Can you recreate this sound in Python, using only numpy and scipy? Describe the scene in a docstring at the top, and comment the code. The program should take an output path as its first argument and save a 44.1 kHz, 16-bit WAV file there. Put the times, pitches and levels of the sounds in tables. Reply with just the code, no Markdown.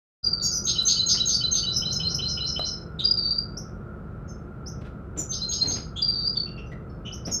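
"""Caged goldfinch in a small room

A goldfinch twitters near the microphone: buzzed syllables, a trill, even runs of whistles.
Each note is a quick glide of the syrinx, pure or rasping, drawn out by hard walls and cage wires.
A motor hums behind it; the cage knocks once and now and then scuffs faintly. Almost mono."""
import sys
import numpy as np
from scipy import signal
from scipy.fft import rfft, irfft
from scipy.io import wavfile

SR = 44100
rng = np.random.default_rng(int(sys.argv[2]) if len(sys.argv) > 2 else 0)


def to_wav(sig):
    """Store sig (one row per channel, or 1-D mono) as 16-bit WAV at the path in sys.argv[1].

    Samples outside -1..1 are clipped; the rate is SR.
    """
    pcm = np.clip(np.atleast_2d(sig), -1, 1) * 32767
    pcm = np.round(pcm).astype(np.int16)
    wavfile.write(sys.argv[1], SR, pcm.T)  # frames by channels


N = 326340
TIME = np.arange(N) / SR

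# falling whistles that stand out of the runs: start_s, length_s, pitch_hz, level_db
ACCENTS = [(0.263, 0.022, 4716, -22), (0.326, .022, 4670, -20), (3.106, 0.019, 4853, -16),
           (3.379, .02, 4740, -23), (6.366, .021, 4550, -22.5), (6.392, .024, 4520, -26)]
# repeats of the trill's four-note figure: start_s, clear_note_hz
TRILL = [(1.627, 3996), (1.815, 4070), (1.994, 4155), (2.184, 4110), (2.368, 4100), (2.556, 4090)]


def amp(db):
    return 10 ** (np.asarray(db) / 20)


def unit(x):
    return x / np.sqrt(np.mean(x ** 2) + 1e-20)


def read(points, hz):
    """Table value at hz, interpolated on a log axis."""
    freq_hz, value = np.transpose(points)
    return np.interp(np.log(hz + 1), np.log(freq_hz + 1), value)


def add(mix, start_s, sound):
    part = mix[max(round(start_s * SR), 0):][:len(sound)]
    part += sound[:len(part)]


def noise(spectrum):
    """Unit-rms noise shaped by rows of freq_hz, gain_db."""
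    gain = amp(read(spectrum, np.fft.rfftfreq(N, 1 / SR)))
    return unit(irfft(rfft(rng.standard_normal(N)) * gain, N))


def wander(rate_hz):
    """Unit-rms random curve, low-passed at rate_hz."""
    lowpass = signal.butter(3, rate_hz, fs=SR, output="sos")
    return unit(signal.sosfilt(lowpass, rng.standard_normal(N + SR))[SR:])


def room(x, gap_s=.003, taps_per_s=4000):
    """Dense wall reflections of random sign; the treble dies first."""
    # echo decay: freq_hz, t60_s
    decay = [(200, .35), (3000, .36), (4700, .34), (5800, .28), (6600, .28), (8000, .22), (13000, .18)]
    taps = rng.choice([-1., 1.], SR) * (rng.random(SR) < taps_per_s / SR) * (TIME[:SR] > gap_s)
    hz, t, bands = signal.stft(taps, SR, nperseg=256)
    tail = signal.istft(bands * amp(-60 * t / read(decay, hz)[:, None]), SR, nperseg=256)[1]
    return signal.fftconvolve(x, tail / np.linalg.norm(tail))[:N]


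def motor(turn_hz=23.44, drift=.005, waver=.25):
    """Hum at set ratios of a drifting turn rate, mostly whole multiples, each wavering in level."""
    # motor orders: ratio_to_turn_rate, level_db
    orders = [(2, -48.5), (3, -47.5), (4, -52), (5.2, -48), (7, -48.5), (9, -50), (15, -57.5)]
    turn = 2 * np.pi * np.cumsum(turn_hz * (1 + drift * wander(2.6))) / SR
    hum = np.zeros(N)
    for multiple, db in orders:
        peak = amp(db) * np.sqrt(2) * (1 + waver * wander(6.6))
        hum += peak * np.sin(multiple * turn + 2 * np.pi * rng.random())
    return hum


def air(swell_s=2.05, swell_width_s=.37, whirr_half_width_hz=70, floor_db=-41):
    """Rumble and rushing air that swell once, a narrow whirr and a steady noise floor."""
    # noise floor: freq_hz, gain_db
    floor_spectrum = [(20, -20), (32, -21.5), (50, 2), (140, -1), (210, -3), (250, -8), (420, -10),
                      (650, -17), (950, -25), (1400, -20), (1750, -33), (2300, -38.5), (3200, -47.5),
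                      (7000, -58.5), (15000, -62.5)]
    # course of the whirr: time_s, level_db, centre_hz
    whirr_track = [(0.7, -51.5, 1372), (2.02, -53, 1390), (7.0, -58, 1322)]
    swell = np.exp(-((TIME - swell_s) / swell_width_s) ** 2)
    rumble = noise([(30, -37), (90, -10), (145, 0), (200, -8), (270, -31.5), (1000, -72)])
    rush = noise([(200, -24), (370, -1.5), (600, -10), (950, -19.5), (1400, -13), (1800, -30.5),
                  (6000, -70)])
    swelling = amp(-47 + 12 * swell) * rumble + amp(-54 + 7.5 * swell) * rush
    time_s, *columns = np.transpose(whirr_track)
    whirr_db, whirr_hz = (np.interp(TIME, time_s, column) for column in columns)
    baseband = wander(whirr_half_width_hz) + 1j * wander(whirr_half_width_hz)
    whirr = unit((baseband * np.exp(2j * np.pi * np.cumsum(whirr_hz) / SR)).real)
    return swelling + amp(whirr_db) * whirr + amp(floor_db) * noise(floor_spectrum)


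def stroke(start_s, length_s):
    """Quick rise and slower fall of a contact."""
    u = np.maximum(TIME - start_s, 0) / (length_s / 2)
    return u * np.exp(1 - u)


def knock(level_db=-21, rise_s=.00059):
    """One impact rings the perch."""
    # perch modes: freq_hz, gain_db, t60_s
    modes = [(645, 6.5, 0.014), (1052, -13, 0.031), (1185, -6, 0.033), (2020, -15.5, 0.017)]
    t = TIME[:SR // 4]
    ring = sum(amp(db - 60 * t / t60) * np.sin(2 * np.pi * hz * t) for hz, db, t60 in modes)
    return amp(level_db) * ring * (1 - np.exp(-t / rise_s))


def cage(grain=.19, scuff_fizz_db=-24.5, knock_s=2.594, echo_db=-9):
    """Grainy scuffs with a soft thud, brief high rustles, one knock with a sharp click; their echo."""
    # scuffs on the cage: start_s, length_s, scratch_db, thud_db
    scuffs = [(1.141, 0.019, -43.5, -58), (4.811, 0.015, -54.5, -61), (4.842, .037, -55.5, -58.5),
              (5.16, 0.049, -51.5, -38.5), (5.621, .083, -49, -36), (5.757, 0.03, -47, -48.5),
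              (6.715, .016, -54.5, -43), (7.265, 0.034, -47, -33.5)]
    # two brief high rustles, then the sharp click of the knock: start_s, length_s, fizz_db
    fizz_bursts = [(.815, .032, -55), (1.315, 0.037, -55), (2.591, 0.0045, -52)]
    # contact spectra: freq_hz, gain_db
    scratch_spectrum = [(300, -5.5), (1100, 4.5), (2200, 2.5), (4000, -3.5), (7000, -18), (16000, -43.5)]
    thud_spectrum = [(30, -5), (70, -2), (200, -2), (450, -3.5), (800, -14.5), (2000, -46), (16000, -85)]
    fizz_spectrum = [(2000, -45.5), (7000, 3.5), (13000, -5), (16000, -9.5)]
    grains = np.exp(grain * wander(150))
    scratch = unit(noise(scratch_spectrum) * grains)
    thud = noise(thud_spectrum)
    fizz = unit(noise(fizz_spectrum) * grains)
    scratch += amp(scuff_fizz_db) * fizz
    out = np.zeros(N)
    for start_s, length_s, scratch_db, thud_db in scuffs:
        out += stroke(start_s, length_s) * (amp(scratch_db) * scratch + amp(thud_db) * thud)
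    for start_s, length_s, fizz_db in fizz_bursts:
        out += stroke(start_s, length_s) * amp(fizz_db) * fizz
    add(out, knock_s, knock())
    return out + amp(echo_db) * room(out)


def wires(x):
    """Thin cage wires ring on after each note."""
    # wire modes: freq_hz, gain_db, t60_s
    modes = [(4090, -9, .25), (4570, -10, .2), (5020, -1, .28), (5230, -4, .28), (5440, -4, .25)]
    t = TIME[:SR // 2]
    ring = np.zeros(len(t))
    for hz, db, t60 in modes:
        resonant_gain = t60 * SR / (2 * np.log(1000))
        ring += amp(db - 60 * t / t60) * np.cos(2 * np.pi * hz * t) / resonant_gain
    return signal.fftconvolve(x, ring)[:N]


def syrinx(notes, glide, rasp, overtone_db, third_db=-14, sag=0, regular=.17, shimmer=.89):
    """Notes (start_s, length_s, pitch_hz, level_db) glide between two pitch ratios; flutter rasps."""
    # radiation of throat and beak: freq_hz, gain_db
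    throat = [(2000, 9.5), (3000, 2), (4200, 0), (6700, 5), (7600, -13), (9200, -18), (10500, -13),
              (12800, -13), (14200, -20), (16000, -35.5)]
    flutter_hz, attack_s, release_s = 470, .011, .013
    beat = np.sin(2 * np.pi * np.cumsum(flutter_hz * (1 + .15 * wander(60))) / SR)
    flutter = unit(regular * beat + wander(680))
    throb = np.exp(shimmer * rasp * unit(beat + wander(300)))
    contour = np.polyfit([0, .5, 1], [glide[0], 1, glide[1]], 2)
    out = np.zeros(N)
    for start_s, length_s, pitch_hz, db in notes:
        u = np.linspace(0, 1, int(length_s * SR))
        span = (int(start_s * SR) + np.arange(len(u))) % N
        hz = pitch_hz * np.polyval(contour, u)
        hz *= 1 - sag * (2 * u - 1) ** 10  # low air pressure at both ends
        phase = 2 * np.pi * np.cumsum(hz * (1 + rasp * flutter[span])) / SR
        tone = np.sin(phase)
        for k, partial_db in [(2, overtone_db), (3, overtone_db + third_db)]:
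            radiated_db = read(throat, k * hz) - read(throat, hz)
            tone += amp(partial_db + radiated_db) * np.sin(k * phase) * (k * hz < SR / 2)
        ramp = np.minimum(u * length_s / attack_s, (1 - u) * length_s / release_s)
        envelope = np.sin(np.pi / 2 * np.minimum(ramp, 1)) ** 2
        add(out, start_s, amp(db) * unit(tone * envelope * throb[span]))
    return out


def buzz_notes(step_s=.021, buzz_delay_s=.026, tone_s=.044, sideband_hz=470):
    """A thin note steps in pitch, then a harsh buzz settles into a tone; flutter adds a sideband."""
    # syllables: start_s, first_hz, second_hz, thin_db, buzz_s, buzz_hz, buzz_db, tone_hz, tone_db
    syllables = [(.636, 6440, 6400, -28.5, 0.049, 4110, -25, 5030, -30.5),
                 (.848, 6253, 6560, -22, 0.058, 4450, -22, 4550, -25),
                 (1.057, 6540, 6240, -24, 0.054, 4690, -22, 5060, -27.5),
                 (1.251, 6480, 6190, -24, 0.092, 4660, -27, 4580, -24.5),
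                 (1.508, 6344, 6250, -25, 0.061, 4285, -29, 4570, -28),
                 (5.288, 6270, 6240, -33, 0.039, 4160, -35.5, 4980, -33.5),
                 (5.484, 6543, 6480, -28.5, .03, 4205, -31.5, 4967, -30.5),
                 (5.668, 6410, 6450, -28.5, .044, 4500, -35, 4930, -36)]
    thin, harsh, tones = [], [], []
    for start_s, first_hz, second_hz, thin_db, buzz_s, buzz_hz, buzz_db, tone_hz, tone_db in syllables:
        thin.append((start_s, .032, first_hz, thin_db))
        thin.append((start_s + step_s, .045, second_hz, thin_db - 2.5))
        harsh.append((start_s + buzz_delay_s, buzz_s, buzz_hz, buzz_db))
        settled_s = start_s + buzz_delay_s + buzz_s / 2
        tones.append((settled_s, tone_s, tone_hz, tone_db))
        tones.append((settled_s, tone_s, tone_hz + sideband_hz, tone_db - 5.5))
    return thin, harsh, tones


def trill_notes(delay_s, length_s, hz, db, step_db, scatter=.008):
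    """One note of the trill figure at every repeat, its pitch slightly scattered."""
    return [(start_s + delay_s, length_s, hz * (1 + scatter * rng.standard_normal()), db + k * step_db)
            for k, (start_s, _) in enumerate(TRILL)]


def slur_notes(lead_s=.029, pip_s=.022, pip_hz=3060, clear_s=.036):
    """A low pip, then a clear note: between the buzzes and in the trill."""
    # slurs between buzzes: start_s, pitch_hz, level_db, pip_db
    slurs = [(.779, 4005, -22, -33.5), (0.988, 4063, -20.5, -36), (1.195, 3970, -23.5, -34.5),
             (1.433, 4045, -22.5, -34), (5.413, 4123, -27.5, -53.5), (5.605, 4207, -23.5, -52.5)]
    # trill pip: delay_s, length_s, pitch_hz, level_db, step_db per repeat
    trill_pip = (0, 0.02, 3055, -33, .6)
    # trill clear note: delay_s, length_s, level_db, step_db per repeat
    trill_clear = (.033, 0.0673, -27.5, -0.46)
    low = [(s - lead_s, pip_s, pip_hz, pip_db) for s, _, _, pip_db in slurs] + trill_notes(*trill_pip)
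    clear = [(s, clear_s, hz, db) for s, hz, db, _ in slurs]
    delay_s, length_s, level_db, step_db = trill_clear
    clear += [(s + delay_s, length_s, hz, level_db + k * step_db) for k, (s, hz) in enumerate(TRILL)]
    return low, clear


def run_notes(note_s=.033, dip_hz=169.6, scatter_hz=35, fade_db_per_s=12):
    """Evenly paced whistles that dip mid-run and fade, leaving gaps for the accents."""
    # whistle runs: start_s, end_s, period_s, pitch_hz, level_db
    runs = [(0.225, .48, .056, 4790, -25), (3.036, 3.4, .0655, 4815, -21.5),
            (6.014, 6.29, .0615, 4765, -23.5)]
    notes = []
    for start_s, end_s, period_s, pitch_hz, db in runs:
        for t in np.arange(0, end_s - start_s, period_s):
            hz = pitch_hz - dip_hz * np.sin(np.pi * t / (end_s - start_s)) ** 2
            hz += scatter_hz * rng.standard_normal()
            if all(abs(start_s + t - accent[0]) > period_s / 2 for accent in ACCENTS):
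                notes.append((start_s + t, note_s, hz, db - fade_db_per_s * t))
    return notes


def squeal_notes(lower_ratio=.839, lower_db=-4):
    """Both sides of the syrinx sound at once, a fixed interval apart."""
    # upper voice: start_s, length_s, pitch_hz, level_db
    upper = [(.234, .024, 5870, -41.5), (0.42, .052, 6610, -27), (.508, 0.073, 5930, -28.5),
             (4.275, .036, 6330, -54), (5.17, 0.0432, 7070, -32), (6.656, .03, 5940, -64.5),
             (6.888, .03, 5230, -67.5), (7.31, 0.039, 6490, -27.5)]
    return upper + [(s, length_s, lower_ratio * hz, db + lower_db) for s, length_s, hz, db in upper]


def finch(beam_hz=7600, echo_db=-1):
    """The song, direct and back from room and wires; falls, flicks and lilts are the driest notes."""
    # quick upward flicks: start_s, length_s, pitch_hz, level_db
    flick_notes = [(1.759, 0.02, 5740, -25), (1.918, 0.024, 6190, -31), (2.141, 0.018, 5750, -28.5),
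                   (3.566, 0.023, 5670, -35.5), (4.657, 0.0366, 5720, -41), (7.119, 0.034, 5780, -41),
                   (7.248, 0.028, 5550, -37)]
    # soft, husky low calls: start_s, length_s, pitch_hz, level_db
    chup_notes = [(2.987, .02, 3814, -27), (3.003, 0.0098, 3280, -37), (5.956, 0.043, 3433, -34.5),
                  (6.351, 0.021, 3597, -42.5), (6.456, .036, 2785, -49.5), (6.569, 0.031, 2748, -43.5),
                  (6.715, 0.01, 2020, -45.5), (7.047, 0.043, 3045, -39)]
    # flutter depth by kind of note: share of pitch
    rasp = dict(fall=.004, flick=.008, lilt=.007, run=.004, catch=.018, scoop=.038, buzz=.088, thin=.007, chup=.044, squeal=.014, tone=.0025, pip=.021)
    thin, harsh, tones = buzz_notes()
    low, clear = slur_notes()
    whistles = run_notes()
    catches = [(s, .016, .86 * hz, db - 18) for s, _, hz, db in whistles]  # husky whistle onsets
    # trill notes: delay_s, length_s, pitch_hz, level_db, step_db per repeat
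    trill_scoop = (0.084, 0.0461, 5550, -35.5, 0.66)
    trill_tone = (0.1132, 0.05, 5210, -25.5, -1.12)

    falls = syrinx(ACCENTS, (1.025, .96), rasp["fall"], overtone_db=-27, sag=.2)
    flicks = syrinx(flick_notes, (.8, 1.15), rasp["flick"], overtone_db=-3)
    lilts = syrinx(clear, (.96, 1.012), rasp["lilt"], overtone_db=-29, third_db=-7, sag=.1)
    twitter = syrinx(whistles, (1.012, .95), rasp["run"], overtone_db=-30, third_db=-6, sag=.45)
    twitter += syrinx(catches, (.9, 1.08), rasp["catch"], overtone_db=-36)
    twitter += syrinx(trill_notes(*trill_scoop), (.76, 1.04), rasp["scoop"], overtone_db=-25)
    twitter += amp(-1.5) * syrinx(harsh, (.95, 1.05), rasp["buzz"], overtone_db=-13, third_db=-24,
                                  regular=.45, shimmer=1.6)
    twitter += syrinx(thin, (1.01, .98), rasp["thin"], overtone_db=-14)
    twitter += syrinx(chup_notes, (.93, .98), rasp["chup"], overtone_db=-18.5, sag=.15)
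    twitter += syrinx(squeal_notes(), (1.05, .97), rasp["squeal"], overtone_db=-6.5)
    twitter += syrinx(trill_notes(*trill_tone), (1.008, .98), rasp["tone"], overtone_db=-24)
    twitter += syrinx(tones, (1.008, .98), rasp["tone"], overtone_db=-15)
    twitter += syrinx(low, (.89, .93), rasp["pip"], overtone_db=-29.5, sag=.18)

    direct = amp(-1) * (falls + flicks + lilts) + amp(-5.5) * twitter
    # the beak beams overtones past the microphone, so they arrive mostly as echo
    direct = signal.sosfilt(signal.butter(6, beam_hz, fs=SR, output="sos"), direct)
    spread = amp(-6) * falls + amp(-2.5) * (flicks + lilts) + twitter
    return direct + amp(echo_db) * room(spread) + wires(spread)


def scene(side_echo_db=-38, hiss_db=-73):
    """Bird, cage, motor and air; only a trace of echo and hiss separates the channels."""
    mono = finch() + cage() + motor() + air()
    side = amp(side_echo_db) * room(mono)
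    side += amp(hiss_db) * noise([(100, -6), (1400, -4), (3000, -21), (15000, -29)])
    return np.array([mono + side, mono - side])


def record(dry, open_s=.2293, fade_s=.029, cutoff_hz=15600):
    """The microphone opens after a moment; then the band limit."""
    opened = dry * np.clip((TIME - open_s) / fade_s, 0, 1)
    lowpass = signal.firwin(511, cutoff_hz, window=("kaiser", 9), fs=SR)
    return signal.oaconvolve(opened, lowpass[None], "same")


dry = scene()
out = record(dry)
to_wav(out)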